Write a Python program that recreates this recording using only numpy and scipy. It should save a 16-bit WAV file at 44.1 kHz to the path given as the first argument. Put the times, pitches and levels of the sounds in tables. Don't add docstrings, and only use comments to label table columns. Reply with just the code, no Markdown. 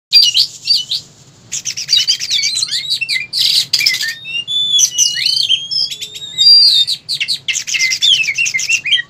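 import sys
import numpy as np
from scipy import signal
from scipy.fft import rfft, irfft
from scipy.io import wavfile
from scipy.ndimage import uniform_filter1d

SR = 44100
rng = np.random.default_rng(int(sys.argv[2]) if len(sys.argv) > 2 else 0)


def ratio(d):
    e = np.asarray(d, float) / 20
    return 10 ** e


def pcm_store(signal):
    levels = np.round(np.clip(np.atleast_2d(signal), -1, 1) * 32767)
    wavfile.write(sys.argv[1], SR, levels.astype(np.int16).T)


N = 400869

# (time [s], length [s], from [Hz], to [Hz], last level [dB], second harmonic [dB])
SWELLS = [(0.888, 0.058, 2995, 3780, -19.5, -31), (2.274, 0.1, 4880, 3370, -12, -21.5),
          (2.663, 0.16, 1300, 2200, -29.5, 4.5), (2.68, 0.083, 2830, 3670, -20.5, -6),
          (3.862, 0.078, 2220, 1996, -16, -33), (4.246, 0.16, 2585, 2836, -17.5, -19.5),
          (8.946, 0.057, 2050, 1876, -16.5, -15)]
# (time [s], length [s], from [Hz], held [Hz], level [dB], second harmonic [dB])
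HOLDS = [(0.244, 0.056, 3050, 2842, -10, -8), (0.343, 0.036, 2580, 3420, -11, -20),
         (0.647, 0.052, 2610, 2790, -29, 3), (2.825, 0.13, 3600, 3906, -21, -17),
         (4.023, 0.094, 1670, 1829, -17.5, -23), (4.124, 0.25, 3490, 3700, -34, -47),
         (7.787, 0.13, 2145, 2062, -16, -39)]
# (time [s], length [s], from [Hz], to [Hz], peak level [dB], second harmonic [dB])
CHIRPS = [(0.773, 0.079, 2896, 3046, -15.5, -11), (1.968, 0.095, 2770, 3120, -11.5, -12),
          (2.074, 0.078, 4440, 4980, -7.5, -30), (2.09, 0.082, 2855, 3335, -14.5, -34.5),
          (3.01, 0.051, 2633, 2723, -11, -20), (3.147, 0.049, 1970, 2116, -11.5, -32),
          (8.539, 0.061, 2200, 2020, -9.5, -30)]
# (time [s], length [s], from [Hz], top [Hz], to [Hz], level [dB])
ARCHES = [(3.802, 0.046, 2266, 2400, 2220, -12.5), (5.486, 0.075, 2487, 3176, 2410, -9),
          (8.38, 0.087, 2606, 2763, 2254, -11.5), (8.911, 0.042, 2500, 3208, 2750, -6.5)]
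# (time [s], length [s], from [Hz], to [Hz], level [dB])
SLIDES = [(5.052, 0.014, 5700, 4300, -8.5), (3.2, 0.028, 2343, 2420, -17),
          (3.097, 0.055, 2520, 2100, -22.5), (8.275, 0.039, 2420, 2097, -13.5)]
# (time [s], upper from [Hz], lower from [Hz], level [dB])
DROPS = [(7.203, 3990, 2324, -13), (7.483, 3770, 2220, -12), (7.738, 3300, 2200, -13)]
# (second harmonic [dB], rows of (time [s], pitch [Hz], level [dB]))
PHRASES = [(-32, [(.145, 4776, -5.5), (.217, 4680, -8), (.228, 4800, -20)]), (-18, [(.135, 2450, -23),
           (.155, 2470, -17.5), (.175, 2650, -43)]), (-25, [(.672, 4200, -14), (.685, 4720, -22.5),
           (.7, 4596, -11.5), (.735, 4650, -10)]), (-22.5, [(4.475, 3443, -25.5), (4.52, 3460, -11.5),
           (4.67, 3516, -19.5), (4.77, 3389, -9), (4.812, 3362, -19.5)]), (-31.5, [(6.415, 4824, -17.5),
           (6.471, 4740, -6.5), (6.69, 4713, -11.5)]), (-19, [(8.67, 2077, -36), (8.702, 2696, -11.5),
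           (8.742, 2765, -9.5), (8.758, 2480, -12.5)]), (-22.5, [(8.835, 1583, -48), (8.863, 2170, -15),
           (8.875, 2534, -18), (8.919, 2290, -16.5), (8.935, 1940, -40)]), (-9.5, [(4.91, 2965, -29),
           (5.006, 2870, -18.5), (5.198, 2924, -24.5)]), (-28.5, [(1.925, 4500, -4), (1.945, 4860, -9.5),
           (1.953, 4000, -20), (1.973, 3810, -3), (1.993, 3830, -59)]), (7, [(2.38, 2327, -19),
           (2.416, 2183, -27.5), (2.488, 2360, -21)]), (-14.5, [(2.485, 3630, -18), (2.509, 4186, -22.5),
           (2.573, 3970, -16.5), (2.601, 3730, -40), (2.629, 4200, -8.5), (2.641, 4680, -18)]),
           (-11, [(5.14, 1599, -46), (5.18, 1917, -20), (5.224, 2315, -25.5), (5.268, 2990, -20),
           (5.396, 3152, -24), (5.656, 3250, -28), (5.745, 3357, -31), (5.79, 3200, -30.5),
           (6.172, 3726, -35), (6.24, 3790, -26.5), (6.3, 3604, -30), (6.36, 3900, -31), (6.412, 3675, -7),
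           (6.45, 3810, -28.5), (6.608, 3700, -35)]), (-20.5, [(6.62, 4445, -11), (6.716, 4075, -15),
           (6.756, 3686, -12), (6.816, 3657, -10.5), (6.868, 3685, -56)]), (-19.5, [(8.025, 3400, -10.5),
           (8.065, 3655, -9.5), (8.133, 3053, -8), (8.169, 2973, -20), (8.193, 2640, -15.5),
           (8.217, 2615, -11), (8.249, 2450, -35)])]
# (time [s], length [s], from [Hz], to [Hz], level [dB], last shake [0-1])
HOARSE = [(0.124, 0.032, 4200, 3430, -19, 0.92), (0.221, 0.033, 4390, 3970, -12, 0.84),
          (0.367, 0.08, 3810, 4940, -13.5, 0.67), (0.667, 0.026, 4130, 3680, -25, 1),
          (0.73, 0.057, 4970, 3390, -15, 0.1), (0.911, .075, 3730, 4610, -22, 0.83),
          (6.435, 0.64, 2648, 2490, -48, 0.75)]
# (share of pitch, added level [dB])
HOARSE_PAIR = [(1.03, 2.5), (.8, -9.5)]
# (time [s], length [s], level [dB], last pitch [Hz])
HOOKS = [(4.783, 0.074, -5, 3390), (4.978, 0.063, -5, 4700)]
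# (time [s], length [s], from [Hz], to [Hz], level [dB])
QUAVER = (5.71, .145, 5330, 4980, -10.5)
# (time [s], length [s], fundamental [Hz], level per overtone [dB])
BUZZ = (2.681, .016, 712, -31)
# (time [s], length [s], level [dB])
SLURS = [(2.713, 0.096, -16), (2.899, 0.081, -14.5), (3.086, 0.09, -15.5), (3.327, 0.12, -16),
         (3.541, 0.095, -12.5), (6.874, 0.082, -14), (7.086, 0.091, -15.5), (7.28, 0.089, -14.5)]
# (share of length, upper [Hz], lower [Hz], upper added level [dB], lower added level [dB])
SLUR_SHAPE = [(0, 4950, 4650, -19, -8.5), (0.302, 4644, 4284, -3.5, -3), (0.719, 4370, 3775, -8.5, -4),
              (0.852, 3870, 2900, -19.5, -17.5), (1, 2940, 1410, -60, -27)]
# (time [s], level [dB])
UPSWEEPS = [(5.897, -28), (6.005, -28), (6.139, -33)]
# (time after onset [s], lower [Hz], upper [Hz], added level [dB])
UPSWEEP_SHAPE = [(0, 1756, 2200, -15), (.016, 2194, 3174, 4.5), (0.03, 2780, 3913, 7),
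                 (.055, 2700, 3800, -28)]
# (first pip time [s], last pip time [s], nominal period [s], pip length [s],
# from [Hz], to [Hz], first level [dB], last level [dB])
TRILLS = [(3.403, 3.539, .0455, .026, 5700, 2700, -9, -11), (3.427, 3.577, .05, .009, 4000, 3900, -7, -9),
          (3.376, 3.596, .0315, .009, 5000, 4700, -8, -10), (5.081, 5.121, .02, .012, 8200, 5300, -24, -25),
          (5.078, 5.216, .0276, .014, 4300, 4300, -20, -13),
          (5.254, 5.396, .0355, .02, 4850, 4150, -8, -11), (5.205, 5.235, .015, .012, 3000, 4200, -15, -17),
          (5.428, 5.444, .016, .018, 3900, 3000, -11, -14), (6.674, 6.83, .0195, .012, 5100, 4300, -6, -22),
          (6.683, 6.8, .0195, .014, 4700, 3900, -10, -16)]
# (frequency [Hz], relative level [dB per Hz])
BREATH = [(1000, -58), (2500, -9.5), (4500, -18.5), (7600, -2.5), (8500, -20.5), (12000, -9.5),
          (15700, -26)]
# (time [s], length [s], nominal top [Hz], last pitch [Hz], level [dB])
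RASPS = [(1.515, 0.072, 3725, 2956, -16), (1.646, 0.067, 3240, 2120, -16.5),
         (1.764, 0.065, 3020, 2470, -17.5), (1.875, 0.075, 3024, 2430, -15),
         (1.976, 0.059, 2835, 2200, -13), (2.078, 0.066, 3166, 2180, -14), (2.194, 0.055, 3005, 2310, -14),
         (2.301, 0.066, 3044, 2256, -16), (2.417, 0.062, 3300, 2390, -17),
         (2.546, 0.065, 3980, 2940, -17.5), (7.526, 0.079, 3670, 1995, -14.5),
         (7.669, 0.077, 3400, 2200, -14.5), (7.78, 0.08, 2978, 2070, -13.5),
         (7.9, 0.062, 2914, 2290, -12.5), (8.008, 0.056, 2984, 2190, -15), (8.121, 0.048, 2930, 1990, -17),
         (8.226, 0.054, 3140, 1610, -18), (8.337, 0.059, 3180, 2200, -22.5),
         (8.45, 0.056, 3400, 2510, -14.5), (8.574, 0.073, 3450, 2200, -13),
         (8.699, 0.065, 3630, 2510, -16.5)]
# (frequency [Hz], relative level [dB per Hz])
RASP_BREATH = [(1000, -31), (2000, -18), (3900, -8), (5000, -32), (6300, -5.5), (7900, -14), (8200, -31),
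               (15700, -21)]
# (time [s], level [dB], decay t60 [s])
CHACKS = [(3.732, -12, 0.12), (3.785, -7.5, 0.054), (3.798, -16, 0.13), (3.853, -18.5, 0.17),
          (3.864, -12.5, 0.081), (3.933, -12, 0.13), (3.994, -14, 0.046), (4.006, -14, 0.15),
          (4.076, -15.5, 0.12), (4.843, -26.5, 0.22)]
# (time [s], length [s], level [dB])
RATTLE = (3.378, .27, -25)
# (mean centre [Hz], width [Hz], relative level [dB])
THROAT = [(2200, 133, -13.5), (3400, 650, -6), (4200, 350, -7.5), (4800, 390, -1.5), (6300, 3100, -5.5),
          (12000, 6800, -14.5)]
# (time [s], length [s], from [Hz], to [Hz], level [dB])
FAR_NOTES = [(2.55, 0.16, 1323, 1227, -46), (4.842, 0.16, 1955, 2000, -47), (6.2, 0.16, 1650, 1760, -52),
             (6.325, .11, 2024, 2097, -39.5), (6.675, .085, 1620, 1740, -46.5),
             (6.753, .16, 1900, 2000, -47), (9.02, 0.07, 1100, 1170, -50)]
# (time [s], length [s], pitch [Hz], peak level [dB])
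COOS = [(3.68, 0.38, 348, -48.5), (5.886, 0.42, 423, -49)]
# (time [s], level [dB], decay t60 [s], top [Hz])
THUMP = (5.812, -40, .2, 600)
# (time [s], level [dB])
HISS = [(.4, -38), (.6, -34.5), (1.4, -51.5), (2.5, -62.5)]
# (frequency [Hz], relative level [dB per Hz])
HUM = [(25, -22.5), (70, -16.5), (135, 1), (210, -12.5), (800, -23), (2500, -31), (4500, -24), (8000, -59),
       (15000, -64)]
# (frequency [Hz], share of power)
REPEAT_SHARE = [(10300, .25), (11300, .95)]


def evened(x):
    return x / np.sqrt(np.mean(x ** 2) + 1e-20)


def add(mix, s, sound):
    part = mix[round(s * SR):][:len(sound)]
    part += sound[:len(part)]


def coloured(points):
    f, db = np.transpose(points)
    hz = np.fft.rfftfreq(N, 1 / SR)
    curve = ratio(np.interp(np.log(hz + 1), np.log(f), db))
    return evened(irfft(rfft(rng.standard_normal(N)) * curve, N))


def wobble(count, hz):
    lowpass = signal.butter(2, hz, fs=SR, output="sos")
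    return evened(signal.sosfilt(lowpass, rng.standard_normal(count + 2000))[2000:])


def add_voice(tones, air, s, hz, db, first_db=0, second_db=-22, third_db=-23, shake=0, breath_db=-48, fuzz=0.12):
    t = np.arange(s[0], s[-1], 1 / SR)
    count = len(t)
    shake = np.interp(t, s, shake * np.ones(len(s)))
    warble = np.sin(2 * np.pi * np.cumsum(240 * (1 + 0.247 * wobble(count, hz=64))) / SR)
    drift = (0.003 + 0.01 * shake) * wobble(count, hz=60)
    hz = np.interp(t, s, hz) * (1 + drift + 0.13 * shake * warble)
    edge = np.clip(np.minimum(t - t[0], t[-1] - t) / 0.004, 0, 1)
    throb_db = (1 + 13 * shake) * np.minimum(wobble(count, hz=220), 0.8)
    level = ratio(np.interp(t, s, db)) * edge
    turn = 2 * np.pi * (np.cumsum(hz) / SR + rng.random())
    blur = wobble(count, hz=500)
    second = ratio(np.interp(t, s, second_db * np.ones(len(s)))) * (1 - fuzz + fuzz * blur)
    third = ratio(third_db) * (0.16 + 0.3 * blur) * ratio(-18 * (3 * hz > 13000))
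    tone = ratio(first_db) * np.sin(turn) + second * np.sin(2 * turn) + third * np.sin(3 * turn)
    add(tones, s[0], np.sqrt(2) * level * ratio(throb_db) * tone)
    add(air, s[0], level * ratio(breath_db))


def song():
    tones, air = np.zeros(N), np.zeros(N)
    for notes in whistles, drops, rough_notes, hooks, quaver, buzz, slurs, upsweeps, trills, far_bird:
        notes(tones, air)
    keep = np.exp(-1 / (0.005 * SR))
    return tones + signal.lfilter([1 - keep], [1, -keep], air) * coloured(BREATH)


def whistles(tones, air):
    u = np.linspace(0, 1, num=25)
    for s, length, from_hz, to_hz, db, second_db in SWELLS:
        hz = to_hz + (from_hz - to_hz) * (1 - u) ** 1.25
        add_voice(tones, air, s + length * u, hz, db - 17 * (1 - u) ** 2, second_db=second_db)
    for s, length, from_hz, held_hz, db, second_db in HOLDS:
        scoop = np.exp(-length * u / 0.02)
        hz = held_hz + (from_hz - held_hz) * scoop
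        add_voice(tones, air, s + length * u, hz, db - 6.5 * scoop, second_db=second_db)
    for s, length, from_hz, to_hz, db, second_db in CHIRPS:
        hz = to_hz + (from_hz - to_hz) * (1 - u) ** 2.3
        shape_db = np.interp(u, [0, 0.4, 1], [-9, 0, -44.5])
        add_voice(tones, air, s + length * u, hz, db + shape_db, second_db=second_db)
    for s, length, from_hz, top_hz, to_hz, db in ARCHES:
        up, down = np.sqrt(abs(top_hz - from_hz)), np.sqrt(abs(top_hz - to_hz))
        hz = top_hz - ((up + down) * u - up) ** 2
        sink_db = 44 * np.log2(hz / top_hz)
        add_voice(tones, air, s + length * u, hz, db + sink_db, second_db=-25)
    for s, length, from_hz, to_hz, db in SLIDES:
        add_voice(tones, air, s + length * u, from_hz + (to_hz - from_hz) * u, db + 0 * u, second_db=-19.5)
    for second_db, rows in PHRASES:
        add_voice(tones, air, *np.transpose(rows), second_db=second_db)


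def drops(tones, air):
    u = np.linspace(0, 1, num=25)
    length, ease_s = 0.027, 0.01
    upper_end_hz, lower_end_hz = 2508, 2077
    for s, upper_hz, lower_hz, db in DROPS:
        hz = upper_end_hz + (upper_hz - upper_end_hz) * np.exp(-length * u / ease_s)
        add_voice(tones, air, s + length * u, hz, db + 0 * u, second_db=-18, shake=0.075, fuzz=1)
        hz = lower_end_hz + (lower_hz - lower_end_hz) * (1 - u)
        add_voice(tones, air, s + 1.3 * length * u, hz, db - 5.5 - 9 * (1 - u), second_db=-8, shake=0.3, fuzz=0.79)


def rough_notes(tones, air):
    u = np.linspace(0, 1, num=25)
    shape_db = np.interp(u, [0, 0.58, 1], [0, 0, -14.5])
    for s, length, from_hz, to_hz, db, shake in HOARSE:
        hz = from_hz + (to_hz - from_hz) * u
        for share, added_db in HOARSE_PAIR:
            add_voice(tones, air, s + length * u, share * hz, db + added_db + shape_db, second_db=-26,
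                      shake=shake * (0.5 + 0.5 * u), breath_db=-22, fuzz=1)


def hooks(tones, air):
    from_hz, held_hz, shake = 6900, 6040, 0.21
    for s, length, db, last_hz in HOOKS:
        at = np.array([0, 0.01, length - 0.014, length])
        add_voice(tones, air, s + at, [from_hz, held_hz, held_hz, last_hz],
                  db + np.array([-26, -7.5, -3.5, -13.5]), second_db=-17.5, shake=shake, breath_db=-18.5, fuzz=0.59)
        add_voice(tones, air, s + at[:3], [from_hz / 2 + 300, held_hz / 2, held_hz / 2],
                  db + np.array([-22, -15, -22]), second_db=-39, shake=shake)


def quaver(tones, air):
    s, length, from_hz, to_hz, db = QUAVER
    t = np.arange(0, length, 0.001)
    depth = 1.05 * (t / length) ** 2
    saw = (64 * t) % 1
    hz = (from_hz + (to_hz - from_hz) * t / length) * (1 + 0.3 * depth * (0.5 - saw))
    level_db = db - 9 * (1 - t / length) ** 2 - 30 * depth * (2 * saw - 1) ** 2
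    add_voice(tones, air, s + t, hz, level_db, second_db=-30.5, breath_db=-33)


def buzz(tones, air):
    u = np.linspace(0, 1, num=25)
    s, length, hz, db = BUZZ
    for k in range(3, 9):
        add_voice(tones, air, s + length * u, k * hz + 0 * u, db + 0 * u, second_db=-40)


def slurs(tones, air):
    share, upper_hz, lower_hz, upper_db, lower_db = np.transpose(SLUR_SHAPE)
    for s, length, db in SLURS:
        at = s + length * share
        add_voice(tones, air, at, upper_hz, db + upper_db, second_db=-17.5, shake=0.21, breath_db=-24, fuzz=0.94)
        add_voice(tones, air, at, lower_hz, db + lower_db, second_db=-15, shake=0.22, breath_db=-22, fuzz=1)


def upsweeps(tones, air):
    after, lower_hz, upper_hz, shape_db = np.transpose(UPSWEEP_SHAPE)
    for s, db in UPSWEEPS:
        add_voice(tones, air, s + after, upper_hz, db + shape_db, second_db=-5, third_db=-17, breath_db=-10)
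        add_voice(tones, air, s + after, lower_hz, db + shape_db - 10, second_db=5)


def trills(tones, air):
    u = np.linspace(0, 1, num=21)
    for s, end, period, length, from_hz, to_hz, first_db, last_db in TRILLS:
        glide = to_hz + (from_hz - to_hz) * (1 - u) ** 1.8
        for at in np.linspace(s, end, num=round((end - s) / period) + 1):
            db = np.interp(at, [s, end], [first_db, last_db]) - 22 * (u - 0.2) ** 2
            late, sharp, loud = rng.standard_normal(3)
            add_voice(tones, air, at + 0.04 * period * late + length * u, glide * (1 + 0.028 * sharp), db + loud,
                      second_db=-19, third_db=-18, shake=0.12, breath_db=-24, fuzz=0.7)


def rasps():
    tones, air, u = np.zeros(N), np.zeros(N), np.linspace(0, 1, num=21)
    for s, length, top_hz, last_hz, db in RASPS:
        top, tilt_db, lower = rng.uniform([0.3, -6, 0.8], [0.55, 6, 0.92])
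        rising = 0.4 * top_hz * (1 - u / top) ** 2
        falling = (top_hz - last_hz) * ((u - top) / (1 - top)) ** 2
        below = np.where(u < top, rising, falling)
        below += 0.0697 * top_hz * abs(uniform_filter1d(rng.standard_normal(len(u)), size=3))
        shake = np.clip((top_hz - 2750) / 1500, 0.3, 0.65)
        arch_db = db + tilt_db * (u - 0.5) + 3 - 7 * abs(rng.standard_normal((2, len(u))))
        octave_db = -33 * np.maximum(below, 0) / top_hz * np.where(u < top, 2, 1)
        membranes = (u, 1, arch_db[0]), (0.12 + 1.17 * u, lower, arch_db[1] - 4)
        for late, share, level_db in membranes:
            add_voice(tones, air, s + length * late, share * (top_hz - below), level_db, first_db=-15.5,
                      second_db=-0.5 + octave_db, third_db=-26, shake=shake, breath_db=-67)
        burst = signal.windows.tukey(round(1.47 * length * SR), 0.35)
        tilt = tilt_db * np.linspace(-0.5, 0.5, len(burst))
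        add(air, s - 0.004, burst * ratio(db - 16.5 + tilt))
    flutter = ratio(3.5 * np.tanh(wobble(N, hz=200)))
    return tones + air * flutter * coloured(RASP_BREATH)


def resonate(x, hz, width):
    turn = np.exp(2j * np.pi * np.cumsum(hz) / SR)
    r = np.exp(-np.pi * width / SR)
    return 2 * (turn * signal.lfilter([(1 - r) ** 2], [1, -2 * r, r ** 2], x / turn)).real


def chacks():
    level, t = np.zeros(N), np.arange(SR // 5) / SR
    for s, db, t60 in CHACKS:
        add(level, s, ratio(db - 60 * t / t60) * np.minimum(t / 0.008, 1))
    s, length, db = RATTLE
    add(level, s, ratio(db) * signal.windows.tukey(round(length * SR), 0.2))
    turns = np.cumsum(700 * (1 + 0.12 * wobble(N, hz=40))) / SR
    puffs = (0.3 + np.exp(-5 * (turns % 1))) * rng.standard_normal(N)
    throat = np.zeros(N)
    for hz, width, db in THROAT:
        strength = ratio(db + 4 * wobble(N, hz=30))
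        throat += strength * evened(resonate(puffs, hz * (1 + 0.06 * wobble(N, hz=20)), width))
    return level * ratio(3 * np.tanh(wobble(N, hz=150)) + 4.5) * evened(throat)


def far_bird(tones, air):
    u = np.linspace(0, 1, num=25)
    for s, length, from_hz, to_hz, db in FAR_NOTES:
        hz = from_hz + (to_hz - from_hz) * u
        add_voice(tones, air, s + length * u, hz, db - 8 * (2 * u - 1) ** 2, shake=0.05)


def echo(x):
    taps = np.zeros(SR // 2)
    at = np.arange(200, len(taps) - 20, 20)
    sign = rng.choice([-1., 1.], len(at))
    taps[at + rng.integers(0, 20, len(at))] = sign * ratio(-60 * at / SR / 0.16)
    return signal.fftconvolve(x, taps / np.linalg.norm(taps))[:N]


def perch_thump():
    out, t = np.zeros(N), np.arange(SR // 5) / SR
    s, db, t60, hz = THUMP
    add(out, s, ratio(db - 60 * t / t60) * np.minimum(t / 0.004, 1) * wobble(len(t), hz=hz))
    return out


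def cooing():
    out = np.zeros(N)
    for s, length, hz, db in COOS:
        t = np.arange(0, length, 1 / SR)
        add(out, s, ratio(db) * np.sqrt(2) * np.sin(np.pi * t / length) * np.sin(2 * np.pi * hz * t))
    return out


def hiss():
    s, db = np.transpose(HISS)
    level_db = np.interp(np.arange(N) / SR, s, db) + 3.2 * wobble(N, hz=10)
    return ratio(level_db) * coloured([(1500, -47), (3000, -5.5), (6000, -1), (7200, 5.5), (8200, -11), (9500, -23)])


def hum():
    return ratio(-44.5 + 1.5 * wobble(N, hz=3)) * coloured(HUM)


def scene():
    voiced, rasped = song() + chacks(), rasps()
    echoes = ratio(-7) * echo(voiced + ratio(-5.5) * rasped)
    yard = perch_thump() + cooing() + hiss() + hum()
    return np.tile(voiced + rasped + echoes + yard, (2, 1))


def broad_power(z):
    return abs(uniform_filter1d(uniform_filter1d(abs(z) ** 2, size=7, axis=1), size=12, axis=2)) + 1e-14


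def repeat_treble(x):
    hz, _, z = signal.stft(x, SR, nperseg=256, noverlap=192)
    first, step = round(8270 / hz[1]), round(7580 / hz[1])
    top, lower = z[:, first:first + step], z[:, first - step:first]
    share = np.interp(hz[first:first + step, None], *np.transpose(REPEAT_SHARE))
    repeated = lower * np.sqrt(share * broad_power(top) / broad_power(lower))
    z[:, first:first + step] = repeated + top * np.sqrt(1 - share)
    z[:, first + step - 1:] = 0
    return signal.istft(z, SR, nperseg=256, noverlap=192)[1][:, :N]


def roll_off(x):
    return signal.sosfilt(signal.butter(12, 15780, fs=SR, output="sos"), x)


def record(dry):
    opened = dry * np.clip((np.arange(N) / SR - 0.11) / 0.0066, 0, 1)
    knee = 14
    bent = opened / (1 + abs(opened) ** knee) ** (1 / knee)
    return roll_off(repeat_treble(bent))


dry = scene()
out = record(dry)
pcm_store(out)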